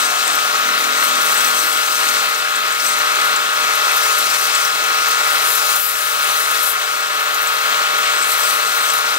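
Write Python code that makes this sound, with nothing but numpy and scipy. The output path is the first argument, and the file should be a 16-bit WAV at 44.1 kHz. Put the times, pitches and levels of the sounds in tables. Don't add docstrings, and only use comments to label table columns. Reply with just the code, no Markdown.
import sys
import numpy as np
from scipy import signal
from scipy.fft import rfft, irfft, next_fast_len
from scipy.io import wavfile
from scipy.ndimage import uniform_filter1d

SR = 44100
rng = np.random.default_rng(int(sys.argv[2]) if len(sys.argv) > 2 else 0)


def amplitude_ratio(level_db):
    exponent = np.asarray(level_db, float) / 20
    return 10 ** exponent


def wrap_up_sound(samples):
    columns = np.atleast_2d(samples).T
    tamed = np.clip(columns, -1, 1)
    steps = np.round(tamed * 32767).astype(np.int16)
    wavfile.write(sys.argv[1], SR, steps)


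N = 404838


def evened(x):
    return x / np.sqrt(np.mean(x ** 2) + 1e-20)


def read(points, hz):
    f, value = np.transpose(points)
    return np.interp(np.log(hz + 1), np.log(f + 1), value)


def curve(points):
    s, db = np.transpose(points)
    return np.interp(np.arange(N) / SR, s, db)


def drift(hz):
    steps = rng.standard_normal(4000)
    return evened(np.interp(np.arange(N) / SR * 2 * hz, np.arange(4000), steps))


def peaks(modes, hz):
    return np.sqrt(sum((amplitude_ratio(db) / (1 + (2 * (hz - f) / width) ** 2)) ** 2 for f, width, db in modes))


def coloured(x, gain):
    size = next_fast_len(N, True)
    spectrum = rfft(x, size) * gain(np.fft.rfftfreq(size, 1 / SR))
    return evened(irfft(spectrum, size)[:, :N])


def noise(gain, patchy_db):
    frames = N // 256 + 5
    patches = uniform_filter1d(rng.standard_normal((257, frames)), size=8, axis=0)
    patches = evened(uniform_filter1d(patches, size=10, axis=1))
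    z = np.exp(2j * np.pi * rng.random((2, 257, frames))) * rng.rayleigh(size=(2, 257, frames))
    hiss = signal.istft(z * amplitude_ratio(patchy_db * patches), window="cosine", nperseg=512, noverlap=256)[1]
    return coloured(hiss, gain)


def snags(per_s, spread_db, t60, share):
    draws = rng.random((2, N))
    sizes = (draws[0] < per_s / SR) * amplitude_ratio(-spread_db * np.log(draws[1] + 0.00042))
    tail = signal.lfilter([1], [1, -amplitude_ratio(-60 / (t60 * SR))], sizes)
    return evened(1 + share * evened(tail))


def strokes(rows, rest_db):
    rise_s, fall_s = 0.082, 0.063
    power = amplitude_ratio(rest_db) ** 2
    for start, length, db in rows:
        at = slice(max(round(start * SR), 0), round((start + length) * SR))
        t = np.arange(N)[at] / SR - start
        shape = np.clip(np.minimum(t / rise_s, (length - t) / fall_s), 0, 1)
        power[at] += (amplitude_ratio(db) * shape) ** 2
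    return 10 * np.log10(power)


# (time [s], level [dB])
BED_RING = [
    (0, -50),
    (.05, -33),
    (.15, -29),
    (.22, -36),
    (.5, -39),
    (.65, -70),
]


def bed_ring():
    shake = rng.standard_normal((2, N))
    return amplitude_ratio(curve(BED_RING)) * coloured(shake, lambda hz: peaks([(720, 28, 0)], hz))


# (time [s], level [dB])
DRONE_REST = [(0.0, -50), (1.2, -48), (3.6, -56.5), (6.5, -70), (8.3, -59), (9.18, -61)]
# (start [s], length [s], level [dB])
DRONE_BOUTS = [(-.1, 0.27, -51), (.24, 0.19, -47), (.6, 0.37, -44), (.9, 0.37, -42), (1.2, .42, -44.5),
               (2.02, .26, -47), (2.5, 0.17, -50), (2.8, 0.21, -45), (3.17, 0.37, -49), (3.56, 0.22, -48),
               (4.15, 0.2, -48), (4.42, .16, -55), (4.85, 0.41, -53), (7.5, .5, -60), (8.4, .35, -54),
               (8.88, 0.13, -50)]


def drone_level():
    return strokes(DRONE_BOUTS, curve(DRONE_REST))


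# (frequency [Hz], width [Hz], level [dB])
DRONE_BANDS = [(60, 130, -12), (164, 24, -12), (207.8, 8.2, -0.5), (248.8, 12.5, 1), (292.7, 5.4, 6),
               (337, 18, 2)]


def drone_noise(level_db):
    shake = rng.standard_normal((2, N))
    return amplitude_ratio(level_db - 4.0) * coloured(shake, lambda hz: peaks(DRONE_BANDS, hz))


def drone_tones(level_db):
    drone_hz, flutter_db, flutter_hz = 41.8, 2, 5.1
    turns = np.cumsum(drone_hz * (1 + 0.00802 * drift(3.5))) / SR
    out = np.zeros(N)
    for k, db in ((5, -3.5), (6, -1.8), (7, -4), (8, -5)):  # multiple, dB
        level = amplitude_ratio(level_db + db + flutter_db * drift(flutter_hz))
        out += level * np.cos(2 * np.pi * (k * turns + rng.random()))
    return out


# (frequency [Hz], level [dB per Hz])
ROAR = [(30, -58), (110, -39), (200, -31), (350, -18.5), (750, -9), (1000, -5.5), (1300, -1), (1700, -3),
        (3000, -6), (4100, -5), (4600, -12), (8200, -21.5), (9200, -37.5), (15700, -18.5)]


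def roar():
    return noise(lambda hz: amplitude_ratio(read(ROAR, hz)), patchy_db=0.84) * snags(60., 1.6, 0.043, 0.13)


def tones(rows, starts):
    belt_hz, throb, waver = 6.8, .12, .08
    t = np.arange(N) / SR
    t = t + np.cumsum(0.00031 * drift(1.481)) / SR
    throbs = [1 + throb * np.cos(2 * np.pi * (belt_hz * t + rng.random())) + waver * drift(10.5)
              for _ in range(4)]
    out = np.zeros(N)
    for k, (hz, db) in enumerate(rows):
        out += amplitude_ratio(db + 3) * throbs[k % 4] * np.cos(2 * np.pi * (hz * t + starts[k]))
    return out


HUM = {4: -62.5, 12: -40.5, 16: -38, 17: -51.5, 20: -44, 28: -39}
# (frequency [Hz], level [dB])
STRAYS = [(768.6, -49), (1171.4, -39), (1338.9, -36), (1509.6, -43), (1649.2, -38.5), (1924.4, -51),
          (2052.3, -63), (2253.8, -37), (2685, -37.5)]
WHINE = {-4: -33, -2: -41, -1: -37, 0: -22.5, 1: -38, 3: -37.5, 4: -24.5, 5: -44, 8: -39.5, 9: -42, 12:
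         -36.5, 20: -40}
TEETH = {2: -49.5, 5: -76, 9: -45, 10: -46, 11: -45, 12: -48, 13: -32.5}
# (time [s], level [dB])
LOAD = [(0.0, -35.5), (0.6, -41), (1.05, -40), (2.9, -38.5), (3.35, -40), (3.8, -37.5), (4.5, -36.5),
        (5.3, -38.5), (6.1, -38), (6.8, -39), (8.16, -39.5), (9.18, -39.5)]


def motor_tones():
    shaft_hz, slot_hz, tooth_hz = 37.6, 1269.4, 201.5
    hum = [(k * shaft_hz, db) for k, db in HUM.items()] + STRAYS
    whine = [(slot_hz + k * shaft_hz, db) for k, db in WHINE.items()]
    teeth = [(k * tooth_hz, db) for k, db in TEETH.items()]
    whine_starts = [-k ** 2 / 128 + k % 2 / 4 for k in WHINE]
    load_db = curve(LOAD)
    out = tones(hum, rng.random(len(hum))) + tones(whine, whine_starts)
    return out + amplitude_ratio(load_db - load_db.mean()) * tones(teeth, rng.random(len(teeth)))


# (time [s], level [dB])
MOTOR = [(0.0, -22.5), (0.5, -22), (1.05, -20), (1.45, -20), (1.9, -23), (2.2, -21), (2.5, -23),
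         (2.75, -22.5), (3.3, -20.5), (3.5, -22.5), (3.95, -20), (4.25, -22.5), (5.25, -21), (6.55, -22.5),
         (6.95, -23.5), (7.6, -21.7), (8.85, -21.7), (9.18, -22.5)]


def lathe(duck_db):
    level_db = curve(MOTOR) + duck_db + 0.35 * drift(4.5)
    ride = amplitude_ratio(level_db - level_db.mean())
    drone_db = drone_level() + duck_db
    noisy = ride * amplitude_ratio(-18.0) * roar() + drone_noise(drone_db) + bed_ring()
    steady = ride * amplitude_ratio(-0.43) * motor_tones() + drone_tones(drone_db - 2.5)
    return noisy, steady


def ducking(rasp_db):
    lag_s, over_db, share, recover_db_per_s = 0.022, -25.5, 1.83, 12
    keep = np.exp(-1 / (lag_s * SR))
    heard_db = signal.lfilter([1 - keep], [1, -keep], rasp_db - rasp_db[0]) + rasp_db[0]
    recovery = np.arange(N) * recover_db_per_s / SR
    return recovery - np.maximum.accumulate(share * np.maximum(heard_db - over_db, 0) + recovery)


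# (time [s], peak level [dB], colour [Hz])
SCUFFS = [(0.2763, -11.5, 8260), (0.5624, -16, 5870), (0.839, -13, 6660), (1.1523, -13, 8300),
          (1.3818, -15, 7770), (1.4451, -13, 6080), (1.9135, -23, 8100), (1.954, -17, 6080),
          (2.085, -14, 8050), (2.3441, -15, 7110), (2.5551, -12, 8100), (2.7217, -15, 8100),
          (2.8, -14, 5330), (2.863, -14.5, 6180), (2.9332, -18, 7330), (3.2126, -16, 8050),
          (3.36, -14, 7470), (4.5486, -8, 7800), (4.6493, -15, 5520), (4.8394, -17, 5930),
          (5.14, -22, 8200), (5.6984, -13, 8490), (6.2412, -16, 8450), (7.3422, -15, 6870),
          (7.4704, -14.5, 7700), (8.0616, -19, 5480), (8.224, -12, 8110), (8.3155, -14, 7500),
          (8.4337, -12, 7570), (8.9, -11.5, 7700),
          (0.3516, -14, 13900), (0.7861, -19, 11700), (2.2947, -19, 13100), (2.3805, -21, 12100),
          (2.9851, -17, 13500), (3.245, -20, 12800), (3.7529, -14, 11900), (3.914, -18, 11200),
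          (3.9629, -13, 13700), (4.1849, -11, 12800), (4.4383, -15, 15400), (4.6239, -25, 13500),
          (4.6488, -17, 15500), (4.8384, -21, 11600), (4.8958, -19, 14900), (5.0833, -14, 14000),
          (5.7598, -11, 15200), (5.7992, -12, 13500), (6.6298, -11, 13700), (7.1975, -21, 11200),
          (7.3427, -18, 11900), (7.4175, -14, 15100), (7.5353, -19, 13600), (7.9818, -17, 14000),
          (8.3789, -19, 12300), (8.521, -20, 13000), (8.9356, -14, 11100), (9.0992, -19, 10800)]


def scuffs():
    t60_s, size = .05, 4096
    out = np.zeros((2, N + size))
    t, hz = np.arange(size) / SR, np.fft.rfftfreq(size, 1 / SR)
    for s, db, colour_hz in SCUFFS:
        body = [(colour_hz, 0.13 * colour_hz, 0), (colour_hz * 0.74, 9000, -12)]
        gain = peaks(body, hz) * np.minimum(hz / 3500, 1) ** 2
        puff = evened(irfft(rfft(rng.standard_normal((2, size))) * gain))
        fade = amplitude_ratio(db + 0.5 - 60 * t / t60_s) * np.minimum(t / 0.0015, 1)
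        at = round(s * SR)
        out[:, at:at + size] += fade * puff
    return out[:, :N]


# (time [s], level [dB])
PRESSURE = [(0.0, -27.5), (0.75, -30.5), (1.0, -28), (1.42, -27.5), (1.77, -30), (2.08, -26.5), (2.6, -34),
            (2.85, -29), (3.5, -31.5), (3.97, -27.5), (4.55, -25.5), (4.75, -30), (5.45, -28),
            (5.95, -27.5), (6.62, -30), (7.05, -34), (8.4, -29), (9.18, -31.5)]
# (start [s], length [s], level [dB])
RINGS = [(-0.1, 0.22, -26), (0.12, 0.35, -33), (0.9, 0.26, -30.5), (1.2, 0.47, -29.5), (1.52, 0.57, -32),
         (1.84, 0.35, -34), (2.08, 0.18, -34), (2.78, 0.17, -27), (3.0, .3, -42), (3.75, 0.82, -37),
         (5.3, .5, -37), (6.55, .16, -30), (8.0, 0.31, -33), (8.24, .2, -35), (8.38, 0.19, -27),
         (8.55, .42, -31.5)]
# (start [s], length [s], fizz level [dB], rasp above fizz [dB])
STROKES = [(-0.1, 0.16, -31, 2), (0.74, .16, -32, -10), (0.96, 0.18, -30.5, -1), (1.17, 0.38, -30, 0),
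           (1.48, 0.32, -30.5, 0), (1.72, .52, -34.5, -1), (2.76, 0.19, -33, 1), (3.18, .15, -34, 0),
           (3.843, .22, -34, -1), (3.98, 0.34, -30.5, -17), (4.276, 0.26, -32, -8), (4.58, 0.12, -35, 3),
           (5.2, .3, -31, -5), (5.4, .22, -25, -2.5), (5.547, 0.27, -29.5, 0), (5.703, .26, -27, 3.5),
           (5.897, 0.3, -29, -3), (6.16, 0.52, -29.5, -2), (6.584, 0.19, -25, 0.5), (7.3, .5, -40.5, 4),
           (8.22, 0.17, -25.5, -3), (8.33, 0.29, -28.5, -0.5), (8.55, .4, -36, 2), (8.88, 0.15, -30, -4)]


def hand():
    tremble_db, tremble_hz = 0.4, 6.5
    press_db = curve(PRESSURE)
    rest_db = 0.38 * (press_db - press_db.mean())
    fizz_rows = [(s, length, db) for s, length, db, _ in STROKES]
    rasp_rows = [(s, length, db + up_db) for s, length, db, up_db in STROKES]
    ring_db = strokes(RINGS, -38 + rest_db)
    fizz_db = strokes(fizz_rows, -37 + rest_db)
    rasp_db = strokes(rasp_rows, -36 + rest_db)
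    return [db + tremble_db * drift(tremble_hz) for db in (press_db, ring_db, fizz_db, rasp_db)]


# (frequency [Hz], level [dB])
SCRUB = [(1200, -26.5), (2200, -9.5), (3800, -4.5), (5500, -1), (8500, -4), (10000, -10), (15000, -13.5)]


def scrub(level_db, catch):
    return amplitude_ratio(level_db + 8.0) * noise(lambda hz: amplitude_ratio(read(SCRUB, hz)), patchy_db=1.2) * catch


# (frequency [Hz], width [Hz], level [dB])
FOLD = [
    (8100, 430, -2.5),
    (6120, 500, -11),
    (4220, 580, -12.5),
]


def fold_ring(ring_db, scrub_db):
    loose_db = 1.5 * np.minimum(ring_db - scrub_db + 4.0, 0)
    ring = noise(lambda hz: peaks(FOLD, hz), patchy_db=3.0)
    return amplitude_ratio(ring_db + loose_db + 3.5) * ring * snags(120., 2.5, 0.017, 0.49)


# (frequency [Hz], level [dB])
FIZZ = [(4000, -34), (8000, -1.5), (9500, -0.5), (11000, 1.5), (12500, -1), (15400, -6)]


def fizz(level_db, edge):
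    return amplitude_ratio(level_db + 6.5) * noise(lambda hz: amplitude_ratio(read(FIZZ, hz)), patchy_db=0.8) * edge


# (frequency [Hz], level [dB])
RASP = [(8000, -29), (11000, -10), (13500, 2.5), (15400, 0)]


def rasp(level_db, edge):
    return amplitude_ratio(level_db + 7.0) * noise(lambda hz: amplitude_ratio(read(RASP, hz)), patchy_db=2.8) * edge


def sandpaper(scrub_db, ring_db, fizz_db, rasp_db):
    catch = snags(70., 1.6, 0.04, 0.13)
    edge = catch * snags(40., 3.7, 0.045, 0.08)
    rubbing = scrub(scrub_db, catch) + fold_ring(ring_db, scrub_db)
    return rubbing + fizz(fizz_db, edge) + rasp(rasp_db, edge)


# (frequency [Hz], likeness [0 to 1])
SAME = [(40, .2), (120, 1), (300, 1), (1400, 0.97), (2200, 1), (3500, 0.57), (5000, 0.78), (9000, 0.78),
        (15000, .48)]
# (frequency [Hz], phase [radians])
LEAD = [(60, -0.32), (150, -0.64), (250, -0.74), (450, -1.46), (750, -1.58), (1300, -1.844), (4300, -1.62),
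        (12200, -1.4), (13600, -1.7), (16000, -1.2)]
# (frequency [Hz], level [dB])
TILT = [(60, 3), (110, 0), (200, 0.5), (380, 0.5), (700, 2), (1290, 2.0), (2380, 4), (4400, 6.5),
        (8120, 13), (15000, 14)]
# (frequency [Hz], level [dB])
LOW_CUT = [(30, -11), (110, -10), (160, 0)]


def two_ports(noisy, steady):
    size = next_fast_len(N, True)
    hz = np.fft.rfftfreq(size, 1 / SR)
    near, other = rfft(noisy, size)
    steady = rfft(steady, size)
    same = np.clip(read(SAME, hz), 0, 1)
    right = same * near + np.sqrt(1 - same ** 2) * other + steady
    right *= amplitude_ratio(-read(TILT, hz)) * np.exp(-1j * read(LEAD, hz))
    low_cut = amplitude_ratio(read(LOW_CUT, hz))
    return irfft(np.array([near + steady, right]) * low_cut, size)[:, :N]


def scene():
    scrub_db, ring_db, fizz_db, rasp_db = hand()
    duck_db = ducking(rasp_db)
    noisy, steady = lathe(duck_db)
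    paper = sandpaper(scrub_db + duck_db, ring_db, fizz_db, rasp_db) + scuffs()
    return two_ports(noisy + paper, steady)


def band_limit(x):
    return signal.sosfilt(signal.butter(12, 16250, fs=SR, output="sos"), x)


def record(dry):
    edge = signal.firwin(1535, 15740, window=("kaiser", 8), fs=SR)
    mix = signal.oaconvolve(np.clip(dry, -1, 1), edge[None], "same")
    return band_limit(mix)


dry = scene()
out = record(dry)
wrap_up_sound(out)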